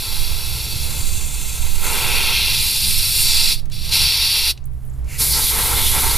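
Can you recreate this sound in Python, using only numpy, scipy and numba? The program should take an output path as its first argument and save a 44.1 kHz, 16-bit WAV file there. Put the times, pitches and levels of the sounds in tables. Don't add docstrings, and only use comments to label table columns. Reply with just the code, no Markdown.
import sys
import numpy as np
from scipy import signal
from scipy.fft import rfft, irfft
from scipy.io import wavfile
from scipy.ndimage import uniform_filter1d
from numba import njit

SR = 44100
rng = np.random.default_rng(int(sys.argv[2]) if len(sys.argv) > 2 else 0)


def store_wav(level_fs):
    pcm = np.round(np.clip(np.atleast_2d(level_fs), -1, 1) * 32767)
    wavfile.write(sys.argv[1], SR, pcm.T.astype(np.int16))


N = 272493
TIME = np.arange(N) / SR
SIZE = 2 ** 19
FREQ = np.maximum(np.arange(SIZE // 2 + 1) * SR / SIZE, 1)
WITHDRAW_S = 4.8

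# start/s, end/s, level/dB before trim and flutter, attack/s, release/s
GOUT_TIMES = [(-.02, .6, -44.5, .02, .08), (.82, 1.03, -44, .04, .03), (1.3, 1.8, -43.5, .3, .05),
              (1.795, 2.2, -29.2, .06, .23), (3.17, 3.48, -41, .15, .06), (3.8, 4.5, -41, .05, .02),
              (5.19, 5.22, -36, .015, .02), (5.31, 5.4, -32, .06, .06), (5.46, 5.79, -27, .11, .06),
              (5.86, 6.14, -26.7, .11, .05)]


def spray_inside():
    # t/s, hole ring/dB, hiss/dB, sizzle on the edge/dB (all before trim), hole resonance/Hz
    straw_aim = [(0, -27.7, -29, -35, 4350), (.79, -29.3, -30.5, -33, 4280), (1, -33, -30.7, -27.3, 3800),
                 (1.27, -35.2, -34, -26, 3430), (1.8, -34.2, -31.7, -30.5, 3600),
                 (1.85, -27.5, -25.3, -23.5, 3450), (2.1, -21.3, -24.8, -28.5, 2780),
                 (2.44, -18, -25, -35, 3650), (2.65, -21.2, -23.7, -26, 4250), (3.1, -22, -22.2, -28, 4320),
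                 (3.22, -19.3, -18.7, -20.5, 4450), (3.29, -17.6, -23.8, -22, 4480),
                 (3.96, -18, -24.7, -27.5, 4280), (4.2, -18.3, -26.3, -33, 4130),
                 (4.5, -17.7, -23.3, -31, 4200)]
    # f/Hz, level/dB
    hole_spectrum = [(500, -35), (1700, -9.5), (2150, -7), (2600, 4.5), (3300, 2.5), (4500, -0.5),
                     (5700, -3), (6500, -8.5), (9000, -38)]
    # f/Hz, level/dB
    hiss_spectrum = [(300, -16), (2000, -18.5), (6000, -8.5), (8000, -3.5), (9500, -2), (11000, 3.5),
                     (13000, 0.5), (15300, -5.5)]
    edge_spectrum = [(4500, -38), (6300, 0.5), (7600, 1.5), (8600, -0.5), (11000, -28)]  # f/Hz, level/dB
    steady_wet_db = -48

    ring_db, hiss_db, edge_db, hole_hz = curves(straw_aim)
    sputter = undb(0.64 * walk(700) + 0.59 * walk(60))
    ringing = unit(sweep(shape(noise(), hole_spectrum), hole_hz, 2480.0))
    hole = ringing * undb(ring_db - 0.17)
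    hiss = shape(noise(), hiss_spectrum) * undb(hiss_db - 0.57 + 0.32 * walk(49))
    edge = shape(noise(), edge_spectrum) * undb(edge_db - 4.0)
    wetness = np.hypot(undb(steady_wet_db), swells(GOUT_TIMES))
    liquid = splash(gain_db=0.65, flutter_db=1.2) * wetness
    jet = (hole + hiss + edge) * sputter + liquid
    return cupped(jet * flow() * (TIME < WITHDRAW_S))


def spray_outside():
    # f/Hz, level/dB
    jet_spectrum = [(300, -12.5), (1500, -24.5), (2200, -13), (3800, -13), (5300, -8), (6300, -7.5),
                    (8500, -4), (10900, 1.5), (12800, -2.5), (14000, -4), (15300, -11.5)]
    # t/s, rim resonance/Hz
    rim_path = [(5.2, 4500), (5.35, 4600), (5.47, 4070), (5.7, 4000), (5.88, 3580), (6.1, 4150)]
    # start/s, end/s, level/dB before trim, attack/s, release/s
    graze_times = [(5.205, 5.222, -26, .01, .012), (5.3, 5.362, -20.5, .04, .02),
                   (5.4, 5.5, -25.5, .02, .05), (5.7, 5.885, -24.5, .08, .04), (6.04, 6.14, -27, .04, .03)]
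    # t/s, level/dB
    clearing_levels = [(5.05, -64), (5.09, -44.5), (5.15, -36.5), (5.21, -44), (5.3, -45)]
    clearing_spectrum = [(1000, -25), (1700, -8), (2250, -3), (2800, -2),
                         (3700, -20), (5600, -11), (7300, -6), (10000, -23)]
    hiss_db = -19.4
    steady_rim_db, steady_wet_db = -25.7, -42

    rim_hz, = curves(rim_path)
    clearing_db, = curves(clearing_levels)
    sputter = undb(.8 * walk(600) + 0.46 * walk(50))
    hiss = shape(noise(), jet_spectrum) * undb(hiss_db)
    rush = unit(sweep(sweep(noise(), rim_hz, 2100.0), rim_hz, 2100.0))
    rim = rush * np.hypot(undb(steady_rim_db), swells(graze_times)) * undb(-1.35)
    wetness = np.hypot(undb(steady_wet_db), swells(GOUT_TIMES))
    liquid = splash(gain_db=-0.94, flutter_db=1.2) * wetness
    jet = ((hiss + rim) * sputter + liquid) * flow() * (TIME >= WITHDRAW_S)
    clearing = shape(noise(), clearing_spectrum) * undb(clearing_db) * during(clearing_levels)
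    return jet + clearing * sputter


def flow():
    # start/s, end/s, settled level/dB relative to fully open, attack/s, release/s
    valve_presses = [(-1, 3.522, 0, .01, .024), (3.575, 3.6, -21, .01, .008), (3.7, 3.8, -18, .04, .02),
                     (3.7, 3.905, -12.5, .17, .02), (3.89, 4.51, 0, .056, .0065),
                     (5.04, 5.19, -18, .125, .01), (5.17, 6.2, 0, .046, .01)]
    overshoot_db, settle_s = 4.2, .11
    overshoot = 0
    for start, _, db, _, _ in valve_presses:
        overshoot = overshoot + undb(db) * (TIME >= start) * np.exp(-np.abs(TIME - start) / settle_s)
    return swells(valve_presses) * undb(overshoot_db * overshoot)


def splash(gain_db, flutter_db):
    # f/Hz, level/dB
    splash_spectrum = [(120, 3), (280, -6.5), (500, -1.5), (1000, 2.5), (1700, -5), (2400, -4),
                       (3500, -7.5), (8000, -34)]
    impacts = unit(droplets(rate=2500, spread_db=2.5) + 0.56 * noise())
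    return shape(impacts, splash_spectrum) * undb(gain_db + flutter_db * walk(35))


def droplets(rate, spread_db):
    size = undb(spread_db * np.minimum(rng.exponential(size=N), 5))
    hits = rng.random(N) < rate / SR
    return unit(hits * size * np.sign(noise()))


def spits():
    # t/s, peak/dB, centre/Hz, width/octaves, time to fall by 60 dB/s
    spit_list = [(3.655, -36, 4500, 1.8, .03), (3.698, -36, 4500, 1.6, 0.031),
                 (3.719, -28, 4500, 1.2, 0.049), (4.575, -31, 3600, .65, 0.024),
                 (4.640, -44, 6850, 0.21, 0.018), (4.655, -31, 12100, .4, 0.027),
                 (4.671, -48.5, 9400, .08, .04), (4.85, -41, 11500, .5, 0.046),
                 (4.864, -43, 10800, .2, .03), (4.877, -44, 9300, .15, .04), (4.897, -43, 7450, .15, 0.035),
                 (4.934, -48, 7400, .12, .04), (5.044, -40.5, 7000, .7, .06)]
    # t/s, level/dB
    fizz_levels = [(4.66, -73), (4.73, -60.5), (4.85, -56.5), (4.92, -59.5), (4.98, -55), (5.03, -64),
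                   (5.15, -75)]
    fizz_db, = curves(fizz_levels)
    foam = unit(droplets(rate=1500, spread_db=3.0) + .5 * noise())
    fizz = shape(foam, [(2000, -24), (6000, -9), (11200, 0), (15000, -5.5)])
    out = fizz * undb(fizz_db) * during(fizz_levels)
    t = TIME[:4096]
    octave = np.log2(np.maximum(np.fft.rfftfreq(len(t), 1 / SR), 1))
    for s, db, hz, width, t60 in spit_list:
        band = np.exp(-.5 * ((octave - np.log2(hz)) / width) ** 2)
        burst = irfft(rfft(rng.standard_normal(len(t))) * band)
        pop = burst * np.exp(-np.log(1000) * t / t60) * (1 - np.exp(-t / 0.00071))
        start = int(s * SR)
        out[start:start + len(t)] += undb(db) * pop / np.abs(pop).max()
    return out


def cupped(x):
    # t/s, closeness/0-1
    cup_closeness = [(0, 0.7), (.7, 0.42), (1.0, 0.82), (1.7, 0.55), (2.0, 0.7), (2.35, 0.48), (2.7, 1),
                     (4.5, 0.93)]
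    # f/Hz, width/Hz, gain/dB
    pocket_modes = [(3020, 87, -19), (3320, 130, -5), (3515, 78, -0.5), (3810, 60, -11.5), (3950, 160, 5.5),
                    (4555, 94, 8.5), (4940, 230, 0.5), (5500, 290, 4), (5940, 130, 0.5), (6000, 90, -6.5),
                    (6630, 230, -12.5), (7260, 82, 5.5), (7700, 86, -17), (7980, 120, 3.5), (8170, 90, 0),
                    (8380, 80, -10), (8930, 220, 9), (9500, 110, -7), (9570, 120, 15.5), (10170, 90, 5),
                    (10460, 220, 7.5), (10900, 90, -2), (10830, 120, 1.5), (11800, 90, -1), (12000, 160, 0),
                    (12260, 110, -1), (12580, 200, 6), (13250, 130, -5), (13640, 150, 5.5)]
    # lag/s, gain/ratio
    sump_bounces = [(.000276, 0.082), (.000477, .17), (.00059, -0.24), (.000996, -.24), (.001523, 0.12),
                    (.001665, -0.23), (.00278, .17)]
    # f/Hz, width/Hz, gain/dB
    open_modes = [(2820, 100, -8), (4230, 210, 2), (4680, 300, -4), (5500, 200, 7.5), (6900, 200, -1.5),
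                  (10300, 270, 0)]
    close = np.clip(curves(cup_closeness)[0], 0, 1)
    uncovered = resonate(reflect(x, sump_bounces), open_modes) * undb(-1)
    return close * resonate(x, pocket_modes) + (1 - close) * uncovered


def drifting(x, count=10):
    high_pass = signal.butter(2, 2600, "high", fs=SR, output="sos")
    treble = signal.sosfiltfilt(high_pass, x)
    lags = rng.uniform(0.000975, .006, count)
    paths = [(lag + .00004 * walk(1.524), .11 * (-1) ** k) for k, lag in enumerate(lags)]
    return x - treble + reflect(treble, paths)


def reflect(x, paths):
    fine = signal.resample_poly(x, 2, 1)
    fine_time = np.arange(2 * N) / (2 * SR)
    return x + sum(gain * np.interp(TIME - lag, fine_time, fine) for lag, gain in paths)


def echoes(x, t60, gap, db):
    t = TIME[:SR // 2]
    response = rng.standard_normal(len(t)) * np.exp(-np.log(1000) * t / t60) * (t > gap)
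    return undb(db) * signal.fftconvolve(x, response / np.linalg.norm(response))[:N]


def background():
    # f/Hz, level/dB
    rumble_spectrum = [(20, -25.5), (45, -1), (65, 10), (82, -2), (105, -4.5), (130, -6), (165, -14),
                       (200, -20), (260, -24), (500, -28.5), (1000, -35.5), (2000, -40.5), (5000, -49),
                       (15000, -59)]
    # t/s, level/dB
    rumble_levels = [(0, -29.5), (.95, -23), (1.5, -28.5), (3.1, -30.5), (3.5, -34), (3.9, -27.5),
                     (4.4, -36), (4.75, -36), (5.1, -28), (6.18, -26)]
    # t/s, level/dB
    buffet_levels = [(0, -21), (.25, -14), (.7, -24), (1.2, -13), (2.6, -20), (3.2, -18), (3.7, -20),
                     (4.7, -25), (6.18, -17.5)]
    # t/s, level/dB before it wavers
    hum_levels = [(0, -37.5), (1, -40.5), (2, -46), (3.5, -34.5), (4.5, -36.5), (4.9, -26.5), (6.18, -28)]
    # t/s, firing rate/Hz before jitter, level/dB before trim, third harmonic/dB against the second
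    engine_course = [(0, 60, -50, -14), (.5, 60.7, -42, -24), (1.8, 62, -41.5, -6), (2.8, 63.2, -41, -4),
                     (3.9, 65.2, -39.5, -10), (4.55, 63.4, -48, -13), (4.75, 61.5, -36, -22),
                     (5.4, 68.5, -33, -22), (5.8, 68, -49, -12)]
    buffet_spectrum = [(4, -15), (13, 7.5), (17, -5.5), (24, -7), (45, -18.5), (100, -32.5), (400, -82)]  # f/Hz, dB
    hum_hz = 59.3

    rumble_db, = curves(rumble_levels)
    buffet_db, = curves(buffet_levels)
    hum_db, = curves(hum_levels)
    firing_hz, engine_db, third_db = curves(engine_course)
    rumble = shape(noise(), rumble_spectrum) * undb(rumble_db)
    buffet = shape(noise(), buffet_spectrum) * undb(buffet_db)
    hum_wave = unit(np.sin(2 * np.pi * hum_hz * TIME + 0.17 * walk(1.7)))
    hum = hum_wave * undb(hum_db + 1.8 * walk(7.4))
    phase = 2 * np.pi * np.cumsum(firing_hz * (1 + 0.008 * walk(13))) / SR
    engine = 0
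    for harmonic, db in enumerate([-2, 0, third_db, -21], start=1):
        engine = engine + undb(db + 2.8 * walk(11)) * np.sin(harmonic * phase)
    return rumble + buffet + hum + engine * undb(engine_db + 2)


def street():
    # start/s, end/s, firing rate at start/Hz, at end/Hz (both before jitter),
    # peak level/dB before it wavers, tone at one and a half times the firing rate/dB relative
    vehicle_list = [(2.45, 3.6, 79, 99, -34, -6), (3.5, 4.3, 100, 113, -40, -2),
                    (5.55, 6.25, 110, 82, -33, -14)]
    wash_db = -61
    out = shape(noise(), [(100, -10), (350, 0), (900, -2), (2500, -15), (8000, -35)]) * undb(wash_db)
    for start, end, from_hz, to_hz, db, half_db in vehicle_list:
        along = np.clip((TIME - start) / (end - start), 0, 1)
        firing_hz = (from_hz + (to_hz - from_hz) * along) * (1 + .01 * walk(13))
        phase = 2 * np.pi * np.cumsum(firing_hz) / SR
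        drone = np.sin(phase) + undb(half_db) * np.sin(3 * phase / 2)
        out += drone * np.sin(np.pi * along) * undb(db + 2 * walk(11)) * np.sqrt(2)
    return out


def undb(db):
    return 10 ** (np.asarray(db) / 20)


def unit(x):
    return x / np.sqrt(np.mean(x ** 2))


def curves(table):
    s, *columns = np.transpose(table)
    return [np.interp(TIME, s, c) for c in columns]


def during(table):
    inside = (TIME >= table[0][0]) & (TIME <= table[-1][0])
    return uniform_filter1d(1. * inside, size=400)


def swells(table):
    events = []
    for start, end, db, attack, release in table:
        rise = np.sin(np.pi / 2 * np.clip((TIME - start) / attack, 0, 1)) ** 2
        fall = np.exp(-np.maximum(TIME - end, 0) / release)
        events.append(undb(db) * rise * fall)
    return np.max(events, axis=0)


def noise():
    return rng.standard_normal(N)


def walk(rate):
    k = max(int(SR / rate), 1)
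    steps = rng.standard_normal(N)[np.arange(N) // k]
    return 1.16 * uniform_filter1d(steps, k)


def shape(x, points):
    hz, db = np.transpose(points)
    gain = undb(np.interp(np.log(FREQ), np.log(hz), db))
    return unit(irfft(rfft(x, SIZE) * gain)[:N])


def resonate(x, modes):
    sections = []
    for hz, width, db in modes:
        w, a = 2 * np.pi * hz / SR, undb(db / 2)
        damp = np.pi * abs(width) / SR
        top = [1 + damp * a, -2 * np.cos(w), 1 - damp * a]
        bottom = [1 + damp / a, -2 * np.cos(w), 1 - damp / a]
        sections.append(np.array(top + bottom) / bottom[0])
    return signal.sosfilt(sections, x)


@njit
def sweep(x, hz, width):
    y, band, low = np.empty(len(x)), 0., 0.
    for i in range(len(x)):
        g, k = np.tan(np.pi * hz[i] / SR), width / hz[i]
        v = (band + g * (x[i] - low)) / (1 + g * (g + k))
        band, low, y[i] = 2 * v - band, low + 2 * g * v, k * v
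    return y


def scene():
    # f/Hz, width/Hz, gain/dB
    underbody_modes = [(418, 58, 6.5), (660, 126, -9.5), (894, 144, 6.5), (1227, 90, -7), (1340, 130, 8.5),
                       (1450, 40, -9), (1590, 100, 5), (1700, 93, -5), (2118, 300, 6.5), (2810, 120, 0.5),
                       (2883, 63, -7)]
    spray = drifting(spray_inside() + spray_outside())
    near = resonate(spray, underbody_modes) * undb(-.3) + spits()
    panels = echoes(near, t60=0.061, gap=.005, db=-14.5)
    garage = echoes(near, t60=.3, gap=0.013, db=-30)
    return np.tile(near + panels + garage + background() + street(), (2, 1))


def record(dry):
    left_port_hz, top_hz = 77, 15250
    left = signal.sosfilt(signal.butter(1, left_port_hz, "high", fs=SR, output="sos"), dry[0])
    top = signal.ellip(12, .1, 80, top_hz, fs=SR, output="sos")
    return signal.sosfilt(top, np.array([left, dry[1]]))


dry = scene()
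out = record(dry)
store_wav(out)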